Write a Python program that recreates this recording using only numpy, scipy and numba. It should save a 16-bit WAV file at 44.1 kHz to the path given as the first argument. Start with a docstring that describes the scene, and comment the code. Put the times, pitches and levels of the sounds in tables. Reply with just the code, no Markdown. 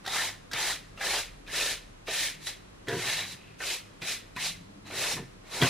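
"""Mains hum, low rumble and room air lie under the whole take in a bare room, a few metres from the camera.
From the first moment a stiff brush sweeps a brick wall: bristle tips skip over rough clay as dense ticks that
ring the brush, and its block taps the wall as it lands. Near 2.9 s weight shifts knock the stepladder in a
cluster; a far engine, two noise bands that rise in pitch, revs at 3.1 s and 4.3 s. The last stroke, at 5.6 s,
lands hardest, with bright taps and the strongest ladder knock."""
import sys
import numpy as np
from scipy import signal
from scipy.fft import rfft, irfft, next_fast_len
from scipy.io import wavfile
from scipy.ndimage import uniform_filter1d
from numba import njit

SR = 44100
rng = np.random.default_rng(int(sys.argv[2]) if len(sys.argv) > 2 else 0)


def log_audio(samples):
    """Write samples as a 16-bit WAV file to the path given in sys.argv[1]."""
    # one column per channel
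    frames = np.atleast_2d(samples).T
    # limit to full scale, then quantise
    limited = np.clip(frames, -1, 1)
    pcm = np.round(limited * 32767).astype(np.int16)
    wavfile.write(sys.argv[1], SR, pcm)


N = 250929


def undb(db):
    """Gain of a level in dB."""
    return 10 ** (np.asarray(db) / 20)


def level(x, db):
    """Scale to an rms level."""
    return x * undb(db) / np.sqrt(np.mean(x ** 2))


def curves(table):
    """Columns of a table, interpolated sample by sample over its first column, t/s."""
    s, *columns = np.transpose(table)
    return [np.interp(np.arange(N) / SR, s, c) for c in columns]


def colour(x, points):
    """Shape a spectrum by (f/Hz, gain/dB) points joined over log frequency."""
    size = next_fast_len(N)
    hz, db = np.transpose(points)
    f = np.maximum(np.arange(size // 2 + 1) * SR / size, 1)
    gain = undb(np.interp(np.log(f), np.log(hz), db))
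    return irfft(rfft(x, size) * gain, size)[..., :N]


@njit
def svf(x, hz, width):
    """State-variable band-pass with a moving centre, gain 1 there."""
    y, band, low = np.empty(len(x)), 0., 0.
    for i in range(len(x)):
        g, k = np.tan(np.pi * hz[i] / SR), width / hz[i]
        v = (band + g * (x[i] - low)) / (1 + g * (g + k))
        band, low, y[i] = 2 * v - band, low + 2 * g * v, k * v
    return y


def resonance(x, hz, width):
    """Band-pass at a steady centre."""
    return svf(x, np.full(len(x), 1. * hz), 1. * width)


def walk(rate):
    """Random levels held 1 / rate s and slewed twice; spread near 1."""
    k = int(SR / rate)
    steps = np.repeat(rng.standard_normal(N // k + 1), k)
    return 0.626 * uniform_filter1d(uniform_filter1d(steps, k), k)[:N]


def add(out, s, x):
    """Mix a sound in at a time."""
    i = int(s * SR)
    out[i:i + len(x)] += x[:N - i]


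# mains hum as narrow noise bands: f/Hz, width/Hz, level/dB
HUM_LINES = [(52, 3.2, -64.5), (99.8, 5.9, -59.5), (150.7, 3.9, -64.5), (196, 7.9, -66.5), (278, 48, -67)]
# swell and fade of the deepest hum, before its waver: t/s, level/dB
DEEP_HUM_SWELL = [(0.0, -64), (0.3, -60), (1.4, -53.5), (2.36, -59), (2.72, -62), (3.9, -69), (4.3, -59),
                  (5.0, -65), (5.25, -58), (5.69, -61)]
# spectrum of the air in the room: f/Hz, relative level/dB
ROOM_AIR = [(15, -40), (25, 3), (107, -26), (126, -6), (188, -2), (227, -8.5), (289, -4.5), (482, -9.5),
            (722, -13), (804, -15.5), (1080, -12), (11500, -32.5), (15500, -79)]
AIR_DB = -56.5  # before its slow waver


def background():
    """Hum, a wandering deep tone and room air as filtered noise; returns middle and left-right parts."""
    lines = [level(resonance(rng.standard_normal(N), hz, width), db) for hz, width, db in HUM_LINES]
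    deep_phase = 2 * np.pi * np.cumsum(33. + 3.0 * walk(3.99)) / SR
    deep = level(np.sin(deep_phase), 0) * undb(curves(DEEP_HUM_SWELL)[0] + 1.1 * walk(5.3))
    air = level(colour(rng.standard_normal(N), ROOM_AIR), AIR_DB) * undb(2 * walk(2.62))
    # left-right air: f/Hz, relative level/dB
    wide = [(25, -47), (150, 3.5), (500, 3.5), (3000, -9.0), (8000, -16.5), (14000, -26)]
    return sum(lines) + deep + air, level(colour(rng.standard_normal(N), wide), -55)


# one row a rev of the far engine: start t/s, length t/s, base f/Hz at start and at end,
# 2nd and 3rd order level/dB at the start of the climb
ENGINE_REVS = [(3.07, 0.41, 69.5, 94.4, -57.5, -78), (4.298, 0.67, 69.5, 103.7, -54.5, -66)]
REV_FADE_S, REV_BLUR_HZ = 0.039, 8.
REV_SINK_DB, REV_TILT_DB = 5, 12  # over the climb the 2nd order sinks and the 3rd rises


def engine():
    """A far engine revs twice: noise bands follow the 2nd and 3rd multiples of a climbing pitch."""
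    out, t = 0, np.arange(N) / SR
    for s, length_s, from_hz, to_hz, second_db, third_db in ENGINE_REVS:
        climb = np.sin(np.pi / 2 * np.clip((t - s) / length_s, 0, 1)) ** 1.4
        hz = from_hz + (to_hz - from_hz) * climb
        heard = np.clip(np.minimum(t - s, s + length_s - t) / REV_FADE_S, 0, 1)
        second = second_db - REV_SINK_DB * climb ** 4
        third = third_db + REV_TILT_DB * climb ** 2
        for order, db in ((2, second), (3, third)):
            band = svf(rng.standard_normal(N), order * hz, REV_BLUR_HZ)
            out = out + heard * undb(db) * level(band, 0)
    return out


ROOM_T60_S, ROOM_DB = 0.65, -20


def room(x):
    """The bare room's diffuse noise tails, one for the middle and one 28 dB weaker for left-right."""
    t = np.arange(SR) / SR
    tail = rng.standard_normal((2, SR)) * np.exp(-np.log(1000) * t / ROOM_T60_S) * (t > .012)
    tail = tail / np.sqrt(np.sum(tail ** 2, axis=1, keepdims=True)) * undb([[ROOM_DB], [ROOM_DB - 28]])
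    return signal.fftconvolve(x[None], tail, axes=1)[:, :N]


# weight shifts on the ladder: t/s, blow level/dB, added level/dB of brace, step and rail modes
WEIGHT_SHIFTS = [(0.536, -35, -15, -34, -6), (1.011, -39, -17, -40, -30), (2.082, -38.5, -3, 6.5, -7),
                 (2.877, -27.5, -7, -3.5, -11), (2.888, -33, -8, 6.5, 2), (2.903, -32.5, -4, 5.5, 3),
                 (2.923, -25, -2, 0, -4), (2.942, -33, 5, 6.5, 0), (2.968, -22.5, -3, -7, -8.5),
                 (2.987, -38, -5, 2, 1), (3.057, -31.5, -8, -8, -21), (3.328, -37.5, -7, -30, -30),
                 (4.019, -36, 6, -7.5, -29), (4.362, -36.5, 4.5, -18, -12), (4.925, -37, 6.5, 2, -12),
                 (4.98, -32, -14, -9, -17), (5.136, -34, 6, -8, -27), (5.163, -27.5, -5.5, -9, -24),
                 (5.192, -25, -2, -11.5, -22), (5.225, -27.5, -9, -23, -24), (5.609, -23.5, 3, -4, -1.5),
                 (5.621, -12, -2, -10.5, -7), (5.633, -20.5, 3, -6, -4), (5.644, -21, 7.5, -11, -10)]
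# modes of the ladder frame: nominal f/Hz, level/dB under the blow, t60/s
LADDER_MODES = [(112.1, -21.5, 0.43), (130, -9, 0.21), (161, -11.5, 0.15), (179.8, -18, 0.3),
                (211, -10, 0.068), (260, -10.5, 0.088), (329, -0.5, 0.045), (374.6, -5, 0.17),
                (516, -9.5, 0.076), (448.4, -1.5, 0.09), (701, -8.5, 0.14), (800, -12, 0.057),
                (975, -9, 0.15), (1060, -17, 0.043), (1484, -8, 0.063), (1695, -6, 0.083),
                (1993, -6, 0.075)]
PUSH_S, PUSH_DB = 0.00085, -6.5  # the short shove at the start of a knock
BLOW_S = .004  # a soft blow: time in which the ring builds up
LOOSE = .006  # blur of a ladder mode as a share of its pitch


def ladder():
    """Soft blows ring the frame; each blow shares itself out differently and loose joints blur every mode."""
    out, t = np.zeros(N), np.arange(12000) / SR
    u = t[:int(6 * PUSH_S * SR)] / PUSH_S - 3
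    shove = (u ** 2 - 1) * np.exp(-u ** 2 / 2)
    chance = rng.standard_normal((len(WEIGHT_SHIFTS), len(LADDER_MODES), 3))
    for (s, db, brace_db, step_db, rail_db), c in zip(WEIGHT_SHIFTS, chance):
        add(out, s, undb(db + PUSH_DB) * shove)
        for (hz, mode_db, t60), (detune, uneven, phase) in zip(LADDER_MODES, c):
            slip = np.cumsum(rng.standard_normal(len(t))) * np.sqrt(2 * np.pi * LOOSE * hz / SR)
            tone = np.sin(2 * np.pi * hz * (1 + 0.015 * detune) * t + phase + slip)
            ring = tone * np.exp(-np.log(1000) * t / t60) * (1 - np.exp(-t / BLOW_S))
            part_db = 0 if hz < 145 else brace_db if hz < 300 else step_db if hz < 580 else rail_db
            add(out, s, undb(db + mode_db + 0.5 * uneven + part_db) * ring)
    return out * undb(0.5 * walk(40))  # loose joints chatter


# a tuft holds one note for a while: t/s, length t/s, f/Hz, upward arch f/Hz, width/Hz, level/dB before the swell
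TUFT_NOTES = [(0.098, 0.048, 3800, 50, 150, -41.5), (0.176, 0.057, 1780, 20, 90, -33),
              (0.205, 0.051, 3870, 50, 150, -37), (0.54, 0.08, 3560, 30, 151, -42),
              (1.005, 0.05, 5900, 30, 200, -47), (1.03, 0.15, 4000, 40, 120, -40.5),
              (1.135, 0.058, 3120, 50, 250, -36), (1.54, 0.03, 1830, 20, 200, -36),
              (1.563, 0.034, 3960, 50, 200, -38), (1.1, 0.066, 2250, 55, 160, -41.5),
              (2.159, 0.13, 3630, 200, 200, -40), (2.39, 0.075, 4100, 20, 90, -63),
              (2.4, 0.06, 3480, 20, 90, -61), (2.892, 0.076, 1610, 24, 100, -40),
              (3.05, 0.17, 4030, 110, 160, -50), (3.241, 0.12, 3930, 45, 140, -53),
              (3.357, 0.22, 2480, 160, 190, -60), (3.42, 0.11, 2050, 30, 120, -67),
              (3.663, 0.11, 3930, 30, 160, -45), (3.671, 0.066, 2480, 50, 160, -48),
              (4.06, 0.1, 2360, 50, 160, -44), (4.42, 0.055, 3800, 100, 160, -44),
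              (4.365, 0.033, 1790, 20, 100, -39), (4.412, 0.054, 2580, 20, 100, -44),
              (5.002, 0.045, 2470, 20, 120, -43), (4.99, 0.065, 3900, 50, 150, -48)]
WAVER = .016  # share by which a held note strays


def sings():
    """Narrow, wavering notes of single tufts that swell, arch up in pitch and fade."""
    out, stray = np.zeros(N), 1 + WAVER * walk(60)
    for s, length_s, hz, arch_hz, width, db in TUFT_NOTES:
        arch = np.sin(np.pi * np.linspace(0, 1, int(length_s * SR)))
        pitch = (hz + arch_hz * arch) * stray[int(s * SR):][:len(arch)]
        note = svf(rng.standard_normal(SR // 2)[:len(arch)], pitch, 1. * width)
        add(out, s, level(note, db) * np.sqrt(np.abs(arch)))
    return out


# the brush block lands: t/s, nominal peak level/dB, ring f/Hz, fade t/s, crack level/dB relative to the ring
BLOCK_LANDINGS = [(0.062, -27, 1590, 0.0068, -2), (0.062, -36, 5600, 0.005, -9),
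                  (0.077, -23.5, 1890, 0.0059, -2), (0.075, -25, 758, 0.0075, -12),
                  (0.513, -31, 1610, 0.016, -8), (0.514, -37, 5200, 0.008, -7),
                  (0.531, -28, 1770, 0.021, -3), (0.533, -23, 1810, 0.0033, 2),
                  (0.974, -39, 2730, 0.015, -22), (0.977, -44, 1310, 0.012, -20),
                  (1.007, -30.5, 797, 0.017, -20), (1.01, -24, 1650, 0.021, -28),
                  (1.014, -29, 2010, 0.014, -22), (1.465, -43, 2450, 0.014, -14),
                  (1.475, -39, 3610, 0.0086, -3), (1.48, -38, 1670, 0.01, -16),
                  (1.507, -45, 1800, 0.012, -16), (2.07, -35, 2710, 0.013, -10),
                  (2.082, -28, 643, 0.013, -11), (2.078, -32.5, 1210, 0.015, -3),
                  (2.469, -29, 1990, 0.011, 2), (2.883, -23, 1777, 0.012, -8),
                  (3.603, -29, 1816, 0.015, -30), (3.619, -30.5, 1530, 0.023, -23),
                  (4.017, -31, 2410, 0.017, -3), (4.363, -29, 2530, 0.0071, -13),
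                  (4.369, -29.5, 997, 0.013, -19), (5.616, -15, 3280, 0.012, -16),
                  (5.62, -26, 2730, 0.012, -11), (5.624, -23.5, 3600, 0.012, -5),
                  (5.627, -34, 940, 0.02, -14), (5.622, -23, 2010, 0.015, -14),
                  (5.632, -24, 1506, 0.011, -11)]
SOLID = 0.61  # share of a clean ring in each tap
CRACK_HZ, CRACK_WIDTH_HZ = 3600, 770


def taps():
    """The block taps the wall: a short bright noise crack with a wooden ring, part tone and part noise."""
    out, t = np.zeros(N), np.arange(4000) / SR
    for s, db, hz, fade_s, crack_db in BLOCK_LANDINGS:
        blow = rng.standard_normal(len(t))
        rough = level(resonance(blow, hz, 0.22 * hz), 0)
        ring = (1 - SOLID) * rough + SOLID * np.sqrt(2) * np.sin(2 * np.pi * hz * t)
        crack = level(resonance(blow, CRACK_HZ, CRACK_WIDTH_HZ), crack_db)
        tap = (ring + crack) * np.exp(-t / fade_s) * (1 - np.exp(-t / 0.00095))
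        add(out, s, undb(db) * tap / (3 * np.std(tap[:400])))  # peak taken as 3 times the early spread
    return out


GRIT_PER_S, GRIT_DB = 220, -13  # level before the stroke's pressure


def grit():
    """Crumbs of mortar crack loose: sparse dry cracks of uneven size and changing dull pitch."""
    size = rng.standard_normal(N) * undb(3 * rng.exponential(size=N))
    x = (rng.random(N) < GRIT_PER_S / SR) * size
    return level(svf(x, 2600 * undb(7.8 * walk(200)), 1200.0), GRIT_DB)


def ticks(per_s, scatter_db):
    """Tips let go at random, a few much harder; near surfaces smear each tick without tinting it."""
    x = (rng.random(N) < per_s / SR) * rng.standard_normal(N) * undb(scatter_db * rng.exponential(size=N))
    for lag in (37, 113, 211):  # all-pass loops, lag in samples
        loop = np.zeros(lag + 1)
        loop[[0, -1]] = 1, -.55
        x = signal.lfilter(loop[::-1], loop, x)
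    return x


TUFT_COUNT, TUFT_WIDTH_HZ, TUFT_GAIN = 12, 77, 2.02
TUFT_LOW_HZ, TUFT_HIGH_HZ = 802, 6520
TUFT_HOLD_S = 0.022  # mean time between catches
TUFT_SCATTER_DB = 18  # spread of bite from the hardest catch to the lightest


def tufts(x):
    """Tufts of bristles sing for a moment, each at a pitch that changes whenever it catches anew."""
    out = 0
    for _ in range(TUFT_COUNT):
        chance = rng.random((400, 3))
        catch_s = np.cumsum(TUFT_HOLD_S * (.5 + chance[:, 0]))
        catch = np.searchsorted(catch_s, np.arange(N) / SR).clip(0, 399)
        hz = TUFT_LOW_HZ * (TUFT_HIGH_HZ / TUFT_LOW_HZ) ** chance[catch, 1]
        bite = uniform_filter1d(undb(-TUFT_SCATTER_DB * chance[catch, 2]), size=130)
        out = out + bite * svf(x, hz, TUFT_WIDTH_HZ)
    return TUFT_GAIN * out


# one row a stroke or part of a stroke: touch t/s, rise t/s, hold t/s,
# drive level/dB at touch, at full press and at lift,
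# wall rumble level/dB, tip hiss level/dB, wall resonance f/Hz, level/dB of the three brush modes;
# rumble, hiss and modes are relative to the drive, before landing and lifting change them
BRUSH_STROKES = [ (0.045, 0.12, 0.1, -46.5, -33.5, -36.5, -6.5, -1, 855, -12, -42, -18),
                 (0.524, 0.087, 0.11, -37.5, -32.5, -35.5, -8.5, -2.5, 780, -13.5, -36, -27),
                 (0.972, 0.08, 0.14, -51, -34.5, -35, -6, -1, 666, -13.5, -47, -21),
                 (1.465, 0.11, 0.14, -55.5, -35.5, -38.5, -4.5, 2, 570, -7, -10.5, -33),
                 (2.071, 0.038, 0.15, -38.5, -35, -34, -11.5, 0.5, 674, -10, -22, -17),
                 (2.4, 0.056, 0.016, -58, -52.5, -47, -13, 9.5, 730, -6, -26, -11),
                 (2.462, 0.0063, 0.0042, -52, -39, -38.5, -12, -9, 700, -18, -29, -9),
                 (2.868, 0.013, 0.18, -47, -42.5, -39, -6.5, -2, 428, -12, -29, -29),
                 (3.005, 0.08, 0.11, -57, -32.5, -36.5, -10, -3.5, 725, -9.5, -16, -8.5),
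                 (3.22, 0.031, 0.067, -37, -44.5, -47.5, -12.5, 1.5, 820, -9, -19, -7),
                 (3.38, 0.033, 0.23, -62, -59, -68, -26, -25, 480, -19, -14, -16),
                 (3.6, 0.083, 0.053, -39.5, -38.5, -38.5, -7, 2.5, 580, -22, -11, -30),
                 (4.017, 0.067, 0.042, -44, -35.5, -38, -12, 1.5, 706, -15, -15, -12),
                 (4.361, 0.07, 0.044, -47, -37.5, -38.5, -9, 3, 760, -15, -17, -12),
                 (4.846, 0.024, 0.053, -63, -48.5, -57, -6, 0, 900, -14, -10, -7),
                 (4.9, 0.11, 0.12, -48, -38, -40, -3, 3.5, 565, -9.5, -12, -20),
                 (5.165, 0.016, 0.022, -52, -49.5, -57, 5, -13, 905, 5, -17, -25),
                 (5.44, 0.057, 0.047, -62, -55.5, -45, -3, 3.5, 520, -7, -13, -17),
                 (5.505, 0.029, 0.067, -61, -44.5, -43, -1, 5, 500, -13, -20, -5),
                 (5.615, 0.011, 0.07, -30, -25.5, -32.5, -8.5, -1, 620, -15, -27, -35), ]
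RISE_BEND = 1.33  # the level climbs fast at first, then levels off
BRUSH_IN_S = 0.0036  # the first bristles touch one after another
LEAD_S, LEAD_DB = 0.0072, -13  # stray bristles graze the wall just before the touch
SETTLE_S = 0.038  # the landing colours the start of a row for about this long
LAND_RUMBLE_DB, LAND_TIP_DB, LAND_MODE_DB = 4, -20, (-8.5, 0, 0)  # change of colour at the landing
LIFT_DB_PER_S, LIFT_KNEE_S = 214, 0.031  # final slope of the fade on lifting; it sets in gently
LIFT_S = 0.1  # the colour changes over this time as the brush lifts
LIFT_RUMBLE_DB, LIFT_TIP_DB, LIFT_MODE_DB = -14, -11, (-7, -5, -7)  # change of colour once lifted
LIFT_WALL_SAG = 0.18  # share by which the wall resonance falls on lifting
RUMBLE_PER_PRESS = 0.083  # a light touch wakes the wall less: dB of rumble per dB of rise


def strokes():
    """Press, rumble, hiss and mode gains, and the wall resonance; one rule shapes every row."""
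    t = np.arange(N) / SR
    power, wall_hz = np.full((6, N), 1e-12), np.full(N, 1. * BRUSH_STROKES[0][8])
    land = np.array([0, LAND_RUMBLE_DB, LAND_TIP_DB, *LAND_MODE_DB])[:, None]
    lift = np.array([0, LIFT_RUMBLE_DB, LIFT_TIP_DB, *LIFT_MODE_DB])[:, None]
    for (s, rise_s, hold_s, touch_db, full_db, lift_db,
         rumble_db, tip_db, hz, *mode_db) in BRUSH_STROKES:
        i = int(s * SR)
        age = t[:min(SR // 2 + int((rise_s + hold_s) * SR), N - i)]
        after = np.maximum(age - rise_s - hold_s, 0)
        light_db = (touch_db - full_db) * np.maximum(1 - age / rise_s, 0) ** RISE_BEND
        hold_db = (lift_db - full_db) * np.clip((age - rise_s) / hold_s, 0, 1)
        fade_db = LIFT_DB_PER_S * after ** 2 / (after + LIFT_KNEE_S)
        db = full_db + light_db + hold_db - fade_db
        landing, lifted = np.exp(-age / SETTLE_S), np.minimum(after / LIFT_S, 1)
        own = np.array([0, rumble_db, tip_db, *mode_db])[:, None]
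        shares = own + land * landing + lift * lifted
        shares[1] += RUMBLE_PER_PRESS * light_db
        touch = np.clip(age / BRUSH_IN_S, undb(LEAD_DB), 1)
        power[:, i:i + len(age)] += undb(db + shares) ** 2 * touch ** 2
        lead = t[:min(i, 4000)][::-1]  # time left until the touch
        power[:, i - len(lead):i] += undb(touch_db + LEAD_DB + own) ** 2 * np.exp(-2 * lead / LEAD_S)
        wall_hz[i:] = hz * (1 - LIFT_WALL_SAG)
        wall_hz[i:i + len(age)] = hz * (1 - LIFT_WALL_SAG * lifted)
    return np.sqrt(power), wall_hz


# colour of the scrape, middle part: f/Hz, gain/dB
SCRAPE_COLOUR = [(88, -51), (150, -13), (263, -12.5), (359, -5.5), (618, -8), (1090, -7), (1510, 1),
                 (1800, 2), (2020, 7.5), (3910, 1.5), (4390, -4), (12300, -23.5), (15500, -102)]
# colour of the scrape, left-right part: f/Hz, gain/dB before the whole is levelled
SIDE_COLOUR = [(1470, -85), (2500, -68), (2740, -43), (2890, -31), (3270, -26), (3450, 2.5), (3900, 4),
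               (8700, 3.5), (11400, 6), (13400, 4.5), (15600, -18)]
# modes of block and bristles: nominal f/Hz, width/Hz
BRUSH_MODES = [(1780, 90), (2540, 280), (3930, 120)]
BROAD_DB, ACROSS_DB = -6.5, 1.5  # mid band and left-right part, before the stroke's pressure
RUMBLE_FLICKER_DB = 2
BEND = .012  # share by which a brush mode strays


def split(x, hz, kind):
    """Keep the low or high end of a sound without delay."""
    return signal.sosfiltfilt(signal.butter(2, hz, kind, fs=SR, output="sos"), x)


def brush():
    """Tip ticks ring wall, tufts and brush under the strokes' gains; returns middle and left-right parts."""
    (press, rumble, tip, *modes), wall_hz = strokes()
    grip = undb(1.03 * walk(70))  # bricks and joints grip unevenly
    tips = ticks(12000, 1.84)
    scrape = colour(tips + 1.6 * svf(tips, wall_hz, 280.0) + tufts(tips), SCRAPE_COLOUR)
    low, high = split(scrape, 1250, "low"), split(scrape, 5250, "high")
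    mid = level(scrape - low - high, BROAD_DB) * press * undb(2 * walk(120))
    mid = mid + level(low, 0) * rumble * undb(RUMBLE_FLICKER_DB * walk(25.47))
    mid = mid + level(high, 0) * tip * undb(1.6 * walk(150))
    for (hz, width), share in zip(BRUSH_MODES, modes):
        bent = hz * (1 + BEND * walk(25))  # bending the bristles shifts each mode
        mid = mid + level(svf(tips, bent, 1. * width), 0) * share * undb(0.64 * walk(30.1))
    mid = mid + grit() * press
    # the left-right part is a separate run of ticks, mostly treble
    side = level(colour(ticks(12000, 0.53), SIDE_COLOUR), ACROSS_DB) * press * (tip / press) ** 0.71
    return mid * grip, side * grip


def scene():
    """All sources lie straight ahead; the brush's left-right part is separate noise, mostly treble."""
    mid, side = brush()
    mid = mid + taps() + ladder() + sings()
    wet_mid, wet_side = room(mid)
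    air_mid, air_side = background()
    mid = mid + wet_mid + air_mid + engine()
    side = side + wet_side + air_side
    return np.array([mid + side, mid - side])


TOP_HZ = 15550


def record(dry):
    """The camera's microphone channel cuts the top with a steep low-pass."""
    return signal.sosfilt(signal.ellip(10, .2, 80, TOP_HZ, fs=SR, output="sos"), dry)


dry = scene()
out = record(dry)
log_audio(out)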